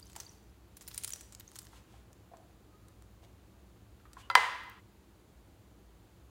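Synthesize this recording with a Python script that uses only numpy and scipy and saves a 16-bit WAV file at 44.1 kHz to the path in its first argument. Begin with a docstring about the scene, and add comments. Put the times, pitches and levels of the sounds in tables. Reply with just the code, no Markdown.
"""Wet gel beads are squeezed out of a soft toy onto slime, close by in a bare, quiet room.
First the wet film crackles, pops and chirps: noise bursts, tiny sine grains and short rising tones.
Hands bump (damped notes with thuds) and brush things (grainy noise); thin whines of narrow noise are faint.
Near the end metal scissors are laid on the table: a light tap, then a loud clack that rings in the room.
Each blow is a crack plus many fading tones. Soft hiss, rumble and low drones of shaped noise run throughout."""
import sys
import numpy as np
from scipy import signal
from scipy.fft import rfft, irfft, next_fast_len
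from scipy.io import wavfile

SR = 44100
rng = np.random.default_rng(int(sys.argv[2]) if len(sys.argv) > 2 else 0)


def transcribe(u):
    """Save the signal u as a 16-bit wav file named by the first command-line argument.

    u: samples, shape (n,) or (channels, n), limited to [-1, 1]; the rate is SR.
    q: integer samples, one column per channel.
    """
    v = np.clip(np.atleast_2d(u).T, -1, 1)
    q = np.round(v * 32767).astype(np.int16)
    wavfile.write(sys.argv[1], SR, q)


N = 277824  # length in samples

# Clearest wet pops: start_s, level_db (before the pops' gain), pitch_hz of the cavity, decay_s
CLEAR_POPS = [(0.1544, -37.5, 3460, .002), (0.1624, -30, 7500, 0.0053), (0.2012, -32.5, 5550, 0.012),
              (0.7695, -36.5, 11300, 0.0057), (0.8105, -41.5, 7200, 0.014), (0.8217, -44, 11000, 0.0077),
              (0.878, -27.5, 9300, 0.002), (0.8825, -29.5, 14100, 0.0049), (0.9138, -37.5, 4200, 0.0046),
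              (0.9452, -31, 9000, 0.0046), (0.9783, -20.5, 9500, 0.0045), (1.0366, -25.5, 9350, 0.0054),
              (1.046, -17.5, 9500, 0.0027), (1.0775, -27, 9400, 0.0053), (1.0928, -29, 13300, 0.0018),
              (1.1054, -20, 9900, 0.00053), (1.1345, -23.5, 6900, 0.003), (1.16, -30, 4500, 0.0013),
              (1.2095, -33.5, 7600, 0.0035), (1.3242, -40.5, 7550, 0.0084), (1.3495, -31, 6800, 0.002),
              (1.398, -33.5, 13600, 0.0042), (1.4075, -35, 4180, 0.0014), (1.5575, -32, 7100, 0.0023),
              (1.5625, -35.5, 7300, .005), (1.5882, -26.5, 9100, 0.003), (1.669, -41.5, 4670, 0.0029),
              (2.13, -44, 7000, .002), (2.3702, -44.5, 7300, 0.0013), (2.884, -44.5, 8400, 0.002),
              (3.023, -42, 7140, .0013), (4.1328, -39, 7300, 0.003), (4.6372, -47, 11000, 0.0013),
              (4.6978, -37, 14700, 0.001)]
# Tone of a snapping wet film: pitch_hz, level_db (relative)
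FILM_COLOUR = [(200, -31), (700, -6.5), (2000, -1.5), (4500, 3), (9000, 2), (12000, -7), (16000, 1.5)]
# Squeezes of the toy: firmest_s, level_db (before the crackle's gain), swell_s
TOY_SQUEEZES = [(0.198, -61, 0.23), (1.061, -55, .2), (1.57, -62, 0.11)]
# Clearest bubbles, chirping as they open: start_s, peak_db, pitch_hz
CLEAR_BUBBLES = [(0.027, -46, 4710), (0.2022, -36, 6050), (0.265, -46, 4600), (0.293, -47, 5760),
                 (1.123, -32.5, 7000), (1.135, -32.5, 5840), (1.4782, -43.5, 6440)]
# Scissors meeting the table: start_s, ring_db, crack_db, place (0 at the tips to 1 at the handles)
SCISSOR_BLOWS = [(4.3003, -20, -33, 0.1004), (4.3115, -30, -44, .8), (4.3527, -5.5, -8.5, 1)]
# Ringing tones of scissors and table: pitch_hz, t60_s (time to fade by 60 dB),
# tips_db and handles_db (strength when struck there, relative to ring_db)
RING_MODES = [(553, .09, -25, -31.5), (782, 0.029, -17, -19), (993, 0.046, -7.5, -0.5),
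              (1097, 0.025, -13, -15), (1360, 0.043, -0.5, -15.5), (1647, 0.027, -22, -7),
              (1871, 0.036, -22.5, -8.5), (2043, 0.12, -18.5, -13.5), (2650, 0.058, -19.5, -23),
              (3110, 0.029, -20.5, -15), (3450, 0.035, -26, -22), (4005, 0.022, -14.5, -16),
              (4770, 0.02543, -15, -16), (5400, 0.01997, -33.5, -24.5), (6360, 0.013, -37, -25),
              (9150, 0.023, -38.5, -22.5), (14100, .012, -33, -26)]
# Tone of metal cracking on the hard top: pitch_hz, level_db (relative)
METAL_COLOUR = [(130, -21.5), (330, -27), (500, -12), (800, -3), (1250, 4), (1700, -6), (3000, -4),
                (5000, -13), (9000, -18), (12000, -26.5), (15000, -27)]
# Soft bumps of hands and things on the table: start_s, level_db (before the bumps' gain), pitch_hz
SOFT_BUMPS = [(0.163, -40, 907), (1.732, -47.5, 966), (1.939, -52.5, 792), (2.104, -52, 720),
              (2.315, -48, 660), (2.3355, -42.5, 694), (3.23, -52.5, 684), (3.999, -53.5, 1315),
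              (4.054, -49, 1190), (4.168, -40, 994), (4.371, -30.5, 510)]
# Skin brushing on foam and metal: start_s, level_db, length_s
SKIN_BRUSHES = [(1.694, -62.5, 0.14), (1.837, -69.5, 0.22), (3.214, -65, 0.056), (4.161, -58, 0.082)]
# Tone of sliding skin: pitch_hz, level_db (relative)
SKIN_COLOUR = [(300, -16), (900, -1), (1800, -4.5), (3000, -2), (5000, -7.5), (8000, -9), (16000, -21)]
# Faint thin whines and squeaks: start_s, level_db, pitch_hz, width_hz, length_s
THIN_WHINES = [(2.55, -72.5, 1249, 26.2, 0.45), (4.179, -65, 2920, 350, .12)]
# How long the room's echoes last: pitch_hz, t60_s (time to fade by 60 dB)
ECHO_T60 = [(150, .45), (500, 0.56), (1000, 0.76), (2000, 0.82), (4000, 0.81), (8000, 0.56), (15000, 0.7)]
# Tone of the room's echoes: pitch_hz, level_db (relative)
ECHO_COLOUR = [(150, 0.5), (500, 8), (1000, 0), (2000, 3), (4000, -1.5), (8000, -1), (15000, -6.5)]
# Tone of the room's background noise: pitch_hz, level_db (per Hz, relative)
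AIR_COLOUR = [(15, -47.5), (25, -17.5), (40, -8.5), (59, -2), (117, -9), (137, -14), (190, -11), (223, -17),
              (335, -10.5), (394, -16), (560, -20.5), (1230, -25.5), (1840, -30.5), (4500, -34.5),
              (5400, -38.5), (7000, -35.5), (8500, -40.5), (10300, -37.5), (11500, -43.5), (14400, -37),
              (16000, -42.5)]
# Low room drones: pitch_hz, level_db (before the hum's gain), width_hz
LOW_DRONES = [(57.7, -61.5, 7.44), (96.8, -68.5, 7), (108.4, -64, 5.5), (196, -67.5, 17)]

# Above this table level (dB) a pop's dull body falls back, by this many dB per dB
SOFT_POP_DB, BRIGHTEN = -38.5, 0.99
DULL_DB_PER_OCTAVE = 5  # larger, lower cavities have more body
TICK_S = 0.0018  # decay time of each small pop
RELEASE_S = 0.15  # how quickly a squeeze is let go
BUBBLE_HZ, SWELL_S = 5677, 0.0011  # a middling bubble: its pitch and swell time
AIR_DB = -60.5  # background noise before its gain
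EDGE_HZ = 16000  # the final treble limit


def pops(rows, gain_db, film_db, body_db):
    """A film snaps: broad crackle, the short ring of a small cavity, and a dull body clearest in soft pops."""
    out = np.zeros(N)
    for s, db, hz, decay in rows:
        snap = burst(decay, spikiness=0.8, snap=0.5)
        f = bins(snap)
        cavity = peak(f, hz, width_hz=hz / 6.5)
        film = amp(film_db + read(FILM_COLOUR, f))
        loud_cut_db = BRIGHTEN * max(db - SOFT_POP_DB, 0)
        small_cut_db = DULL_DB_PER_OCTAVE * np.log2(hz / BUBBLE_HZ)
        body = amp(body_db - loud_cut_db - small_cut_db) * peak(f, hz=1317, width_hz=1700) ** 2
        pop = coloured(snap, np.hypot(cavity + film, body))
        add(out, s, sized(pop, db + gain_db, decay))
    return out


def small_pops(body_db):
    """Lesser films break at random, each a short dry tick."""
    rows = scattered(top_db=-36.5, spread_db=19, low_hz=5060, high_hz=13000, count=50)
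    ticks = [(*row, TICK_S) for row in rows]
    return pops(ticks, gain_db=-10.5, film_db=-11, body_db=body_db)


def bubbles(gain_db, rise_per_s):
    """Each bubble swells into a short note that climbs as its cavity shrinks; faint ones open at random."""
    out, t = np.zeros(N), np.arange(SR // 40) / SR
    faint = scattered(top_db=-46, spread_db=6.5, low_hz=4800, high_hz=8140, count=22)
    for s, db, hz in [*CLEAR_BUBBLES, *faint]:
        swell = SWELL_S * (BUBBLE_HZ / hz) ** 2  # larger, lower bubbles swell more slowly
        envelope = t / swell * np.exp(1 - t / swell)
        turns = hz * (t + rise_per_s * (t - swell) ** 2 / 2)
        add(out, s, amp(db + gain_db) * envelope * np.sin(2 * np.pi * turns))
    return out


def crackle(gain_db, per_s=1200, count=24):
    """Countless tiny bubbles burst between the beads while the toy is squeezed."""
    t, fizz = np.arange(256) / SR, np.zeros(N)
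    for hz in np.geomspace(3200, 14500, count):
        strength = amp(np.minimum(4 * rng.exponential(1, N), 12))
        clicks = strength * (rng.random(N) < per_s / count / SR)
        grain = unit(np.sin(2 * np.pi * hz * t) * np.exp(-t * hz / 2))  # a couple of cycles
        fizz += signal.oaconvolve(clicks, grain)[:N]
    return amp(gain_db) * unit(fizz) * squeeze(np.arange(N) / SR)


def squeeze(s):
    """Strength of the squeezing at times s: each squeeze swells and is let go."""
    total = 0
    for at, db, swell in TOY_SQUEEZES:
        pace = np.where(s < at, swell, RELEASE_S)
        total = total + amp(db) * np.exp(-((s - at) / pace) ** 2)
    return total


def scattered(top_db, spread_db, low_hz, high_hz, count, follow=0.47):
    """Random (s, dB, pitch Hz) rows that come thicker and louder the harder the toy is squeezed."""
    when, size, pitch = rng.random((count, 3)).T
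    s = np.arange(0, N, 64) / SR
    chance = np.cumsum(np.sqrt(squeeze(s)))
    # even steps through the summed chance fall close together in time during a squeeze
    at = np.interp((np.arange(count) + when) / count, chance / chance[-1], s)
    firmness_db = 20 * np.log10(squeeze(at) / squeeze(s).max() + 1e-9)
    db = top_db + follow * firmness_db - spread_db * size
    return np.transpose([at, db, low_hz * (high_hz / low_hz) ** pitch])


def scissors():
    """Near ring and chattering crack of the blows, plus a room wash fed by the ring and one clean pulse each."""
    ring = table_ring(rise_s=0.00049)
    wash = room(ring, wet_db=-12) + room(contact(chatter_s=0), wet_db=-8.5)
    ring_out = np.interp(np.arange(N) / SR, [4.79, 4.81], [1, 0.1])  # the wash drops to a tenth
    return ring + contact(chatter_s=0.003006, snap=0.57) + wash * ring_out


def table_ring(rise_s):
    """Each blow sets many fading tones ringing; where it lands sets their shares."""
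    out, t = np.zeros(N), np.arange(SR // 4) / SR
    for s, ring_db, _, place in SCISSOR_BLOWS:
        for k, (hz, t60, tips_db, handles_db) in enumerate(RING_MODES):
            # neighbouring tones start in opposite directions
            mode = (-1) ** k * np.sin(2 * np.pi * hz * t) * np.exp(-np.log(1000) * t / t60)
            share_db = tips_db + place * (handles_db - tips_db)
            add(out, s, amp(ring_db + share_db) * mode * (1 - np.exp(-t / rise_s)))
    return out


def contact(chatter_s, snap=1, seconds=0.001):
    """Metal hits the hard top; the blades chatter for a moment, or give one pulse if chatter_s is 0."""
    out = np.zeros(N)
    for s, _, crack_db, _ in SCISSOR_BLOWS:
        if chatter_s:
            crack = burst(chatter_s, spikiness=0.3, snap=snap)
        else:
            crack = signal.unit_impulse(SR // 16)
        crack = coloured(crack, amp(read(METAL_COLOUR, bins(crack))))
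        add(out, s, sized(crack, crack_db, seconds))
    return out


def bumps(gain_db, t60, thud_db, rise_s):
    """Padded knocks: one damped note and a short thud around its pitch."""
    out, t = np.zeros(N), np.arange(SR // 8) / SR
    for s, db, hz in SOFT_BUMPS:
        thud = burst(decay=0.01, spikiness=0.17)
        thud = coloured(thud, peak(bins(thud), hz, width_hz=0.684 * hz) ** 2)
        knock = np.sin(2 * np.pi * hz * t) * np.exp(-np.log(1000) * t / t60) * (1 - np.exp(-t / rise_s))
        add(knock, 0, sized(thud, thud_db, 0.009))
        add(out, s, amp(db + gain_db) * knock)
    return out


def brushes(grain):
    """Brief swishes of skin sliding over a surface: noise made grainy by uneven slips."""
    out = np.zeros(N)
    for s, db, length in SKIN_BRUSHES:
        slips = rng.standard_normal(SR) * np.exp(grain * rng.standard_normal(SR))
        swish = unit(coloured(slips, amp(read(SKIN_COLOUR, bins(slips)))))
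        stroke = np.hanning(int(length * SR))
        add(out, s, amp(db) * stroke * swish[:len(stroke)])
    return out


def whines():
    """Narrow bands of noise, heard as unsteady tones that fade in and out."""
    out = np.zeros(N)
    for s, db, hz, width, length in THIN_WHINES:
        noise, stroke = rng.standard_normal(SR), np.hanning(int(length * SR))
        tone = coloured(noise, peak(bins(noise), hz, width) ** 2)
        add(out, s, amp(db) * stroke * unit(tone[:len(stroke)]))
    return out


def room(x, wet_db, gap_s=0.0027):
    """Dense reflections from hard walls, after a short gap, each band dying at its own speed."""
    hz, t, z = signal.stft(rng.standard_normal(SR), SR, nperseg=256)
    fade = np.exp(-np.log(1000) * t / read(ECHO_T60, hz)[:, None])
    z = z * fade * amp(read(ECHO_COLOUR, hz))[:, None]
    tail = signal.istft(z, SR, nperseg=256)[1][:SR]
    tail = tail * (np.arange(SR) / SR > gap_s)
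    return amp(wet_db) * signal.fftconvolve(x, tail / np.linalg.norm(tail))[:N]


def background(air_db, hum_db):
    """Steady hiss and rumble with a few wavering low drones, all shaped from one random noise."""
    size = 2 * next_fast_len(N // 2 + 1)
    f = np.fft.rfftfreq(size, 1 / SR)
    rumble_cut = 1 / np.sqrt(1 + (46 / (f + 1)) ** 14)  # cuts steeply below about 46 Hz
    air = amp(AIR_DB + air_db) * unit(amp(read(AIR_COLOUR, f)) * rumble_cut)
    hum_power = 0
    for hz, db, width in LOW_DRONES:
        drone = unit(peak(f, hz, 2 * width) ** 2 * rumble_cut)
        hum_power = hum_power + (amp(db + hum_db) * drone) ** 2
    return irfft(rfft(rng.standard_normal(size)) * np.sqrt(air ** 2 + hum_power), size)[:N]


def burst(decay, spikiness, snap=0, size=2048):
    """A single-sample snap at the head of a dying crowd of uneven micro-clicks."""
    t = np.arange(size) / SR
    crowd = rng.standard_normal(size) * np.exp(spikiness * rng.standard_normal(size) - t / max(decay, 1e-4))
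    return crowd / np.linalg.norm(crowd) + snap * signal.unit_impulse(size)


def coloured(x, gain):
    """Filter with the given gain at each frequency that never sounds early, so attacks stay sharp."""
    log_gain = np.log(np.maximum(gain, 1e-5))
    circle = np.concatenate([log_gain, log_gain[-2:0:-1]])
    response = np.exp(np.conj(signal.hilbert(circle))[:len(gain)])  # minimum phase
    return irfft(rfft(x) * response, len(x))


def peak(f, hz, width_hz):
    """Gain of one resonance at frequencies f."""
    return 1 / np.sqrt(1 + ((f ** 2 - hz ** 2) / (width_hz * f + 1)) ** 2)


def sized(x, db, seconds):
    """Gives x the energy of a sound of that level and length."""
    return x * amp(db) * np.sqrt(abs(seconds) * SR / np.sum(x ** 2))


def amp(db):
    """Decibels to gain."""
    return 10 ** (np.asarray(db) / 20)


def unit(x):
    """Scales x to an rms (average strength) of 1."""
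    return x / np.sqrt(np.mean(x ** 2) + 1e-20)


def read(points, hz):
    """Reads a table between its points along a log-frequency axis."""
    f, value = np.transpose(points)
    return np.interp(np.log(hz + 1), np.log(f + 1), value)


def add(mix, s, sound):
    """Mixes a sound in at time s, in place."""
    part = mix[max(round(s * SR), 0):][:len(sound)]
    part += sound[:len(part)]


def bins(x):
    """Frequencies of the spectrum of x."""
    return np.fft.rfftfreq(len(x), 1 / SR)


def scene():
    """Adds the wet sounds, handling and scissors with their room echoes, then the whines and background."""
    wet = pops(CLEAR_POPS, gain_db=-12.0, film_db=-10.5, body_db=-0.5) + small_pops(body_db=2)
    wet = wet + bubbles(gain_db=0.0, rise_per_s=5.9) + crackle(gain_db=-4)
    handling = brushes(grain=0.79) + bumps(gain_db=-2, t60=0.035, thud_db=-10, rise_s=0.0011)
    echoes = room(wet, wet_db=-12) + room(handling, wet_db=-8.5)
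    mix = wet + handling + echoes + scissors() + whines()
    return (mix + background(air_db=-0.5, hum_db=-3.5))[None]


def record(dry):
    """A steep filter removes the treble above EDGE_HZ."""
    low_pass = signal.firwin(511, EDGE_HZ, window=("kaiser", 9), fs=SR)
    return signal.oaconvolve(dry, low_pass[None], "same")


dry = scene()
out = record(dry)
transcribe(out)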